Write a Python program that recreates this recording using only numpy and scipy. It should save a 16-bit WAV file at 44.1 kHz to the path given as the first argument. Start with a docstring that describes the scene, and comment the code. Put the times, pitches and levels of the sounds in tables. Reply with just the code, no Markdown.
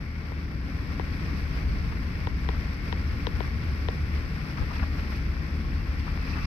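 """Driving through slush

Inside a car, just behind the windscreen. The rough road shakes the cabin into a deep rumble,
and the turning engine and wheels hum through it. The tyres throw up countless wet grains,
which blur into a hiss. Drops tick on the glass, and gritty splashes and bits of ice hit the
body. Near the end, the right wheels plough into deeper slush."""
import sys
import numpy as np
from scipy import signal
from scipy.fft import rfft, irfft
from scipy.io import wavfile
from scipy.ndimage import uniform_filter1d

SR = 44100
rng = np.random.default_rng(int(sys.argv[2]) if len(sys.argv) > 2 else 0)


def to_wav(s):
    """Save 16-bit WAV."""
    ch = np.atleast_2d(s).T  # columns
    pcm = np.round(np.clip(ch, -1, 1) * 32767)  # PCM
    wavfile.write(sys.argv[1], SR, pcm.astype(np.int16))


N = 284886
TIME = np.arange(N) / SR
FREQS = np.maximum(np.fft.rfftfreq(N, 1 / SR), 1)
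CUTOFF_HZ = 15700

# Rough packed snow. Each row: time in seconds, shaking in dB.
ROAD_SHAKING = [(0, -10), (.6, -4.5), (1.1, -0.5), (1.65, 0), (2.1, -0.5), (2.75, -2), (3.05, 0.1),
                (4.1, 2.5), (4.45, -2), (5.3, -2), (6.05, -1.5), (6.46, -2.5)]
# Ridges of snow. Each row: time in seconds, change in shaking in dB.
SNOW_RIDGES = [(1.65, 4.5), (4.62, 10), (4.82, 8), (5.5, -2)]
# Turning parts. Each row: time in seconds, turns per second, level in dB.
ENGINE_TURNS = [(0, 39, -36.5), (.4, 37.8, -39.5), (.8, 40.8, -40.5), (1.2, 39, -47), (2, 42.2, -46),
                (3, 39.9, -40), (4, 37.3, -38), (4.5, 37.7, -43), (5, 38, -42), (5.6, 37, -36),
                (6.46, 37.5, -38)]
WHEEL_TURNS = [(0, 13.7, -45), (.8, 12.1, -40.5), (1.5, 13.4, -39), (2.7, 12.54, -37.5), (3.7, 14.7, -41.5),
               (4.5, 12.3, -40), (5.5, 13.37, -37), (6.46, 12.7, -37.5)]
# Their tones. Each row: multiple of the turning speed, level in dB.
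ENGINE_TONES = [(1, -25), (2, 0.5), (4, -10.5), (6, -13.5), (7, -16), (9, -22.5)]
WHEEL_TONES = [(2, -37), (3, -2), (4, -5.5), (5, 0), (6, -10), (12, -9.5), (14, -12), (16, -14),
               (21, -15.5), (25, -21)]  # from uneven tyres and tread blocks
# How alike left and right sound. Each row: frequency in Hz, likeness from 0 to 1.
SIDE_LIKENESS = [(60, 0.86), (160, 0.99), (270, 0.83), (450, 0.77), (800, 0.23)]

# Things that swell and fade. Each row: time in seconds, level in dB.
SLUSH_FLOW = [(0, -3.5), (.55, -2.5), (1.2, 0.8), (1.5, 0.2), (2.1, -1), (2.7, 0), (3.35, 0.5), (3.6, 0),
              (4.2, 0.2), (5.15, -0.1), (5.5, -0.84), (6.12, -0.3), (6.3, 1.5), (6.46, 1)]  # wet snow thrown up by the tyres
PLOUGH_LEVEL = [(6.1, -75), (6.18, -52), (6.24, -47), (6.32, -44), (6.38, -49), (6.44, -42), (6.46, -38)]
CRACKLE_LEVEL = [(0, -50), (.4, -56), (.6, -61), (.85, -51), (.97, -53), (1.2, -52), (1.45, -56),
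                 (1.9, -53.5), (6.46, -56.5)]
PANEL_LEVEL = [(0, -59), (.45, -48), (1.3, -44.5), (2.1, -51), (2.85, -49), (3.6, -65), (5, -46.5),
               (6.46, -54.5)]
SHUDDER_LEVEL = [(0, -52), (1.2, -52), (1.68, -29), (2.15, -42), (2.8, -61), (3.1, -33.5), (3.5, -43),
                 (4.05, -36), (4.5, -53), (5.7, -53), (6.46, -41)]

# Spurts of sizzle from puddles. Each row: time in seconds, boost on the left in dB, boost on
# the right in dB, half length in seconds.
PUDDLE_SPURTS = [(1.383, -0.5, 2, .018), (4.76, 3, 3.5, .02), (4.98, 0, 2, 0.014), (5.106, -2, 4, 0.0087),
                 (5.165, 3, 5.5, 0.011), (5.998, 4.5, 3, 0.01)]
# Drops on the glass. Each row: start in seconds, level in dB, brightness in dB per octave,
# travel time of the 1000 Hz wave in milliseconds, then a boost in dB for each of the LANDING_BANDS.
GLASS_DROPS = [(0.3184, -10, -9, 2.06, -11, 0, 0, 0), (0.9955, -1.5, -8, 2.1, -3, -5, 7, 4),
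               (1.563, -17, -5, 2.3, -9, 10, 2, 0), (2.2703, -1.6, -5.2, 2.35, -4.5, -3.5, 5, 5),
               (2.488, -0.5, -3.5, 2.1, 2, -7, 7, 5.5), (2.9253, -1.6, -2, 2.3, -3, -4, 5.5, 7),
               (3.268, -1.5, 0.3, 2.25, 10, 2.5, 0, -1.5), (3.4035, 0.7, -6.5, 2.7, -7, 4.5, -3, -3),
               (3.885, -1.7, -2, 2.1, 6, 5, 3, 2)]
# Pitch ranges whose strength depends on where a drop lands. Each row: centre in Hz, width in Hz.
LANDING_BANDS = [(442, 170), (655, 170), (800, 110), (1920, 130)]
# Slush on the body. Each row: time in seconds, splat in dB, crunch in dB, half length in seconds.
BODY_SPLASHES = [(1.927, -40.5, -52, 0.0074), (2.546, -41, -60, 0.0052), (4.582, -36.5, -47, 0.0079),
                 (4.623, -37, -50, 0.0084), (4.717, -37, -51, 0.0098), (4.744, -51, -42, 0.0065),
                 (4.765, -37, -42, 0.005), (4.798, -36, -40, 0.0039), (4.832, -33, -48, 0.008),
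                 (4.992, -41, -43, 0.0051), (5.123, -35, -51, .005), (6.078, -35.5, -51, 0.007),
                 (6.28, -48, -49, 0.005), (6.375, -38, -53, 0.02)]
# Ice on the body. Each row: start in seconds, level in dB, pitch in Hz.
ICE_HITS = [(1.9235, -33, 1100), (4.5842, -39, 1500), (4.7165, -34, 1500), (4.767, -31, 1600),
            (4.7978, -30, 1750), (4.8035, -32, 1000), (4.8295, -30, 1200), (4.8383, -24, 1500),
            (4.9865, -33, 1400), (5.0005, -35, 1900), (5.1215, -31, 1100), (6.0827, -31, 1100),
            (6.1758, -24, 1250)]
# Gushes in deep slush. Each row: time in seconds, level in dB, half length in seconds.
SLUSH_GUSHES = [(6.21, -55, .006), (6.275, -47, 0.0078), (6.337, -38.5, 0.0058), (6.388, -55, 0.0063),
                (6.425, -44.5, 0.0083)]

# Pitches at which things ring. Each row: pitch in Hz, width in Hz, strength in dB.
GLASS_RINGS = [(449, 82, 6), (623, 21, -4), (768, 21, -6), (977, 110, -3.5), (1873.5, 120, 6.5),
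               (3160, 370, -2.5), (3800, 380, -3.5)]
LEFT_RINGS = [(832, 53, -4), (1079, 87, 6.5), (1348, 66, -1), (1890, 220, -8.5), (2650, 46, -17)]  # glass and dashboard, as heard on each side
RIGHT_RINGS = [(1177, 18, 13), (1523, 91, 13), (1820, 360, 10), (2165, 200, 4.5), (2500, 150, -9),
               (4970, 150, -7.5)]

# A colour says how strong a sound's low and high parts are. Each row: frequency in Hz, level in dB.
BOOM_COLOUR = [(14, -31), (24, -17), (38, -15), (47, 1.5), (62, 6.5), (69, 8), (77, 12), (90, -0.5),
               (120, -5.5), (170, -21)]  # cabin air
DRONE_COLOUR = [(70, -6.5), (105, 2.5), (160, 0.5), (230, -3.5), (280, -9), (350, -13.5), (450, -16),
                (600, -26.5), (1000, -59)]  # body panels
LEFT_HISS_COLOUR = [(200, -6), (480, -5), (680, -8), (1100, -9.5), (1600, -2), (2300, -2.5), (2900, -12),
                    (3400, -12.5), (4000, -19.5), (5150, -21.5), (6300, -36.5), (7500, -62), (9500, -48),
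                    (15700, -46.5)]
RIGHT_HISS_COLOUR = [(250, -18), (520, -9.5), (980, -15.5), (1300, -16), (1600, -22.5), (2500, -13.5),
                     (2750, -15.5), (3150, -26.5), (4500, -12), (5050, -12), (5700, -14.5), (6300, -26.5),
                     (6800, -41), (8000, -66)]
SPRAY_COLOUR = [(6400, -30), (6800, -12), (7400, -3.5), (8000, -2.5), (9100, -7), (10500, -4.5),
                (12000, 2.5), (13200, -5.5), (14400, -14), (14900, -27), (15400, -50)]
GLASS_COLOUR = [(200, -29), (320, -13), (430, -6), (600, -10), (700, -9.5), (800, -5.5), (1050, -2),
                (1170, -11.5), (1450, -6), (1900, -12.5), (2450, -11.5), (3300, -8.5), (4200, -12.5),
                (4450, -22), (5700, -16), (6200, -44), (7500, -64)]
SPLAT_COLOUR = [(400, -11), (750, 7), (1200, 12), (1800, 0), (2500, -5), (3300, -13), (5000, -29),
                (7000, -50)]
ICE_CRUNCH_COLOUR = [(1400, 4), (1800, 6), (2100, -5), (2500, 5.5), (3100, -6), (4200, -9), (6000, -32)]
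DEEP_SLUSH_COLOUR = [(1000, -3), (1300, -1), (1600, -12), (2200, 3), (2550, 2), (2800, -7), (3200, -23),
                     (3600, -11), (4500, -4), (4800, -8), (5000, 5), (5350, -15), (5700, -5), (6300, -20),
                     (6800, -45)]
ARCH_GUSH_COLOUR = [(2200, -22), (2420, -4), (2540, -6), (2650, 0), (2850, -24)]  # the wheel arch ringing
ARCH_CRACKLE_COLOUR = [(1850, -22), (2060, -4), (2180, 3.5), (2290, -2), (2480, -21)]
PANEL_RING_COLOUR = [(245, -15), (272, 1), (290, -4.5), (325, -14)]
SUSPENSION_COLOUR = [(20, -12), (30, -5), (40, -3.5), (55, 1), (68, -18)]

# How a sound changes on its way. Each row: frequency in Hz, change in dB.
TICKS_TO_RIGHT = [(150, -12), (450, -29), (640, -39), (790, -17), (1000, -17), (2300, -21), (3200, -32),
                  (5000, -20), (7000, -10)]
PLOUGH_TO_LEFT = [(1100, 10), (1500, 2), (2200, -6), (2700, -5), (3300, -2), (4000, -10), (5000, -19),
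                  (6800, -16)]
ICE_TO_CABIN = [(350, 2), (600, 0), (2300, -6), (3200, -10), (6000, -25)]


def road_rumble():
    """The road shakes the car: the air booms, and the panels drone more steadily."""
    shaking_db = in_time(ROAD_SHAKING)[0] + sum(db * bell(s, half_s=0.02) for s, db in SNOW_RIDGES)
    boom = from_db(-33 + shaking_db) * evened(cabin_noise(BOOM_COLOUR), span_s=0.18)
    drone = from_db(-37 + 0.27 * shaking_db) * evened(cabin_noise(DRONE_COLOUR), span_s=0.15)
    return boom + drone


def turning_hum(turns, tones, wander, flutter_db, flutter_hz):
    """A turning part hums at multiples of its speed, and each tone wavers in loudness."""
    speed, level_db = in_time(turns)
    angle = 2 * np.pi * np.cumsum(speed * (1 + wander * drift(2.68))) / SR
    hum = 0
    for multiple, db in tones:
        strength = from_db(db + flutter_db * drift(flutter_hz))
        hum += strength * np.sin(multiple * angle + rng.uniform(0, 2 * np.pi))
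    return np.sqrt(2) * from_db(level_db) * hum


def tyre_hiss():
    """Countless slush grains hit the wheel arches in surges; water adds sizzle and fine spray."""
    flow_db, = in_time(SLUSH_FLOW)
    spurt_db = sum(np.outer(sides_db, bell(s, half_s)) for s, *sides_db, half_s in PUDDLE_SPURTS)
    surge_db = 0.72 * drift(10)
    left, right = grains(per_s=15000, spread_db=1.0) * from_db(surge_db + 0.36 * drift(30))
    # The left grains also reach the right side, a little later.
    right = rms_one(right + from_db(-10) * np.interp(TIME - .00028, TIME, left))
    hiss = np.array([coloured(left, LEFT_HISS_COLOUR), coloured(right, RIGHT_HISS_COLOUR)])
    hiss = rms_one(irfft(rfft(hiss) * [ringing(LEFT_RINGS), ringing(RIGHT_RINGS)], N))
    # With more slush, sizzle and spray grow faster than the hiss.
    treble = coloured(hiss, [(2300, 0), (CUTOFF_HZ, 0)])
    sizzle = (from_db(0.36 * flow_db + spurt_db) - 1) * treble
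    spray = rms_one(coloured(grains(per_s=26000, spread_db=0), SPRAY_COLOUR))
    spray *= from_db(-67.5 + 1.4 * flow_db + 0.98 * spurt_db + surge_db)
    return from_db(-42 + flow_db) * (hiss + sizzle) + balanced(spray, left_db=-25, right_db=5.2)


def windscreen_ticks():
    """Drops of slush land on the glass, left of centre, and set it ringing."""
    blows = sum(drop(*row) for row in GLASS_DROPS)
    left = from_db(13.5) * irfft(blows * ringing(GLASS_RINGS) * struck(GLASS_COLOUR), N)
    right = coloured(left, TICKS_TO_RIGHT)
    ticks = placed(np.array([left, right]), pan_db=-0.5, lag_ms=-0.22)
    return with_echoes(ticks, count=6, earliest_s=0.00263, latest_s=0.016, echo_db=-26.5)


def drop(start_s, level_db, brightness_db, travel_ms, *boosts_db):
    """One drop's frequencies: it has its own loudness and brightness; its landing spot shapes them."""
    octaves = np.log2(np.clip(FREQS, 300, 5000) / 1000)
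    blow = from_db(level_db + brightness_db * octaves) * delay(start_s)
    for db, (hz, width) in zip(boosts_db, LANDING_BANDS):
        blow *= 1 + (from_db(db) - 1) / (1 + 2j * (FREQS - hz) / width)
    # High notes cross the glass faster, so each tick chirps downward.
    phase = 4 * np.pi * travel_ms * np.sqrt(FREQS / 1000)
    direct = np.exp(-1j * phase)
    # The wave comes back from the rim, later and duller.
    from_rim = from_db(-12) * np.exp(-1j * phase * 1.887) / (1 + (FREQS / 2600) ** 2)
    return blow * (direct + from_rim)


def splashes():
    """Clumps of slush burst on the body: a dull splat on the left and a brighter crunch of ice."""
    splat = sum(from_db(db) * bell(s, half_s) for s, db, _, half_s in BODY_SPLASHES)
    crunch = sum(from_db(db) * bell(s, half_s) for s, _, db, half_s in BODY_SPLASHES)
    wet = evened(coloured(grains(per_s=6200, spread_db=1.0), SPLAT_COLOUR), span_s=0.0042)
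    icy = evened(coloured(grains(per_s=2500, spread_db=0.5), ICE_CRUNCH_COLOUR), span_s=0.045)
    return balanced(splat * wet, right_db=-10) + balanced(crunch * icy, right_db=-2)


def ice_cracks():
    """Bits of ice hit the left side, each with a ring that dies almost at once."""
    path, cracks = struck(ICE_TO_CABIN), 0
    for start_s, db, hz in ICE_HITS:
        ring = 1 / (1 + 1j * (FREQS / hz - hz / FREQS))
        crack = irfft(path * delay(start_s) * ring, N)
        cracks += from_db(db) * crack / np.abs(crack).max()
    cracks = coloured(cracks, [(300, 0), (5500, 0)])
    return balanced(placed(cracks, pan_db=1, lag_ms=-0.17), left_db=2, right_db=-13)


def plough():
    """Wheels in deeper slush throw a gritty sheet of it at the right side of the car."""
    level_db = np.interp(TIME, *np.transpose(PLOUGH_LEVEL), left=-120) + drift(25)
    left, right = rms_one(coloured(grains(per_s=2700, spread_db=-0.5), DEEP_SLUSH_COLOUR))
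    return from_db(level_db) * np.array([coloured(left, PLOUGH_TO_LEFT), right])


def gushes():
    """Short gushes in that sheet of slush make the wheel arch ring."""
    level = sum(from_db(db) * bell(s, half_s) for s, db, half_s in SLUSH_GUSHES)
    ring = evened(coloured(grains(per_s=2500, spread_db=-1.0), ARCH_GUSH_COLOUR), span_s=0.015)
    return balanced(level * ring, left_db=-2, right_db=1)


def crackle():
    """Coarser wet grains rattle in the wheel arch, in small surges."""
    level_db = in_time(CRACKLE_LEVEL)[0] + 2 * drift(1.4)
    rattle = rms_one(coloured(grains(per_s=500, spread_db=-1.0), ARCH_CRACKLE_COLOUR))
    return balanced(from_db(level_db) * rattle, right_db=-6)


def bodywork():
    """A panel rings with the tyre tread, and the suspension shudders over rutted snow."""
    panel = from_db(in_time(PANEL_LEVEL)[0]) * evened(cabin_noise(PANEL_RING_COLOUR), span_s=0.13)
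    shudder = from_db(in_time(SHUDDER_LEVEL)[0]) * evened(cabin_noise(SUSPENSION_COLOUR), span_s=0.081)
    return placed(panel + shudder, pan_db=2.5, lag_ms=-0.054)


def with_echoes(x, count, earliest_s, latest_s, echo_db):
    """Glass and dashboard return a few close echoes, different on each side."""
    echoes = 0
    for k, delays in enumerate(rng.uniform(earliest_s, latest_s, (count, 2))):
        echo = np.array([np.interp(TIME - s, TIME, side, left=0) for s, side in zip(delays, x)])
        echoes += echo * (-1) ** k  # every second echo is flipped
    return x + from_db(echo_db) * echoes


def cabin_noise(colour):
    """Long waves fill the cabin and reach both sides alike; short ones differ."""
    alike = np.clip(at_hz(SIDE_LIKENESS, FREQS), 0, .995)
    shared, opposed = rfft(coloured(rng.standard_normal((2, N)), colour))
    return rms_one(irfft(np.sqrt(1 + alike) * shared + np.sqrt(1 - alike) * opposed * [[1], [-1]], N))


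def grains(per_s, spread_db):
    """Tiny random hits of uneven size, on both sides."""
    sizes = from_db(spread_db * np.minimum(rng.exponential(1, (2, N)), 4))
    hits = rng.random((2, N)) < per_s / SR
    return rms_one(hits * sizes * rng.standard_normal((2, N)))


def coloured(x, colour):
    """Give a sound a colour, fading steeply beyond the ends of its table."""
    octaves_outside = np.abs(np.log2(FREQS / np.clip(FREQS, colour[0][0], colour[-1][0])))
    gain = from_db(at_hz(colour, FREQS) - 40 * octaves_outside)
    return irfft(rfft(x) * gain, N)


def ringing(rings):
    """A filter that lets sound through and adds a few ringing pitches."""
    return 1 + sum(from_db(db) / (1 + 2j * (FREQS - hz) / width) for hz, width, db in rings)


def struck(colour):
    """A filter for an object that rings only after it is hit, never before."""
    cepstrum = irfft(np.log(from_db(at_hz(colour, FREQS))), N)  # the colour, laid out in time
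    return np.exp(rfft(cepstrum * (1 + np.sign(np.fft.fftfreq(N)))))


def delay(s):
    """A filter that makes a sound come s seconds later."""
    return np.exp(-2j * np.pi * FREQS * s)


def placed(x, pan_db, lag_ms):
    """Make the left side louder by pan_db and later by lag_ms (earlier if negative)."""
    left, right = np.broadcast_to(x, (2, N))
    left = np.interp(TIME - lag_ms / 1000, TIME, left)
    return balanced(np.array([left, right]), pan_db / 2, -pan_db / 2)


def balanced(x, left_db=0, right_db=0):
    """Turn each side up or down."""
    return x * from_db([[left_db], [right_db]])


def evened(x, span_s):
    """Hold the short-term power of a noise at one."""
    return x / np.sqrt(uniform_filter1d(np.mean(x ** 2, axis=0), int(span_s * SR)))


def drift(hz):
    """A random wobble of about size one, mostly slower than hz."""
    return rms_one(irfft(rfft(rng.standard_normal(N)) / (1 + (FREQS / hz) ** 2), N))


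def bell(s, half_s):
    """A smooth rise to one and fall back, centred on second s."""
    return np.exp(-.5 * ((TIME - s) / half_s) ** 2)


def in_time(rows):
    """Join a table's rows into curves over time, one for each value column."""
    s, *columns = np.transpose(rows)
    return [np.interp(TIME, s, column) for column in columns]


def at_hz(rows, hz):
    """Read between a table's rows, with octaves evenly spaced."""
    frequencies, values = np.transpose(rows)
    return np.interp(np.log(hz), np.log(frequencies), values)


def from_db(db):
    """Turn decibels into a multiplier."""
    return 10 ** (np.asarray(db) / 20)


def rms_one(x):
    """Scale a sound to an average power of one."""
    return x / np.sqrt(np.mean(x ** 2) + 1e-20)


def scene():
    """Everything heard in the cabin."""
    road = road_rumble()
    engine = turning_hum(ENGINE_TURNS, ENGINE_TONES, wander=0.0036, flutter_db=1.5, flutter_hz=2.2)
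    wheels = turning_hum(WHEEL_TURNS, WHEEL_TONES, wander=0.0035, flutter_db=3.0, flutter_hz=1.7)
    car = placed(road + engine + wheels, pan_db=2.5, lag_ms=-0.059) + bodywork()
    slush = tyre_hiss() + crackle() + plough() + gushes()
    return car + slush + windscreen_ticks() + splashes() + ice_cracks()


def record(dry):
    """Fade both ends over a few milliseconds and cut off the highest treble."""
    eased = dry * signal.windows.tukey(N, .002)
    return signal.sosfilt(signal.ellip(10, .1, 80, CUTOFF_HZ, fs=SR, output="sos"), eased)


dry = scene()
out = record(dry)
to_wav(out)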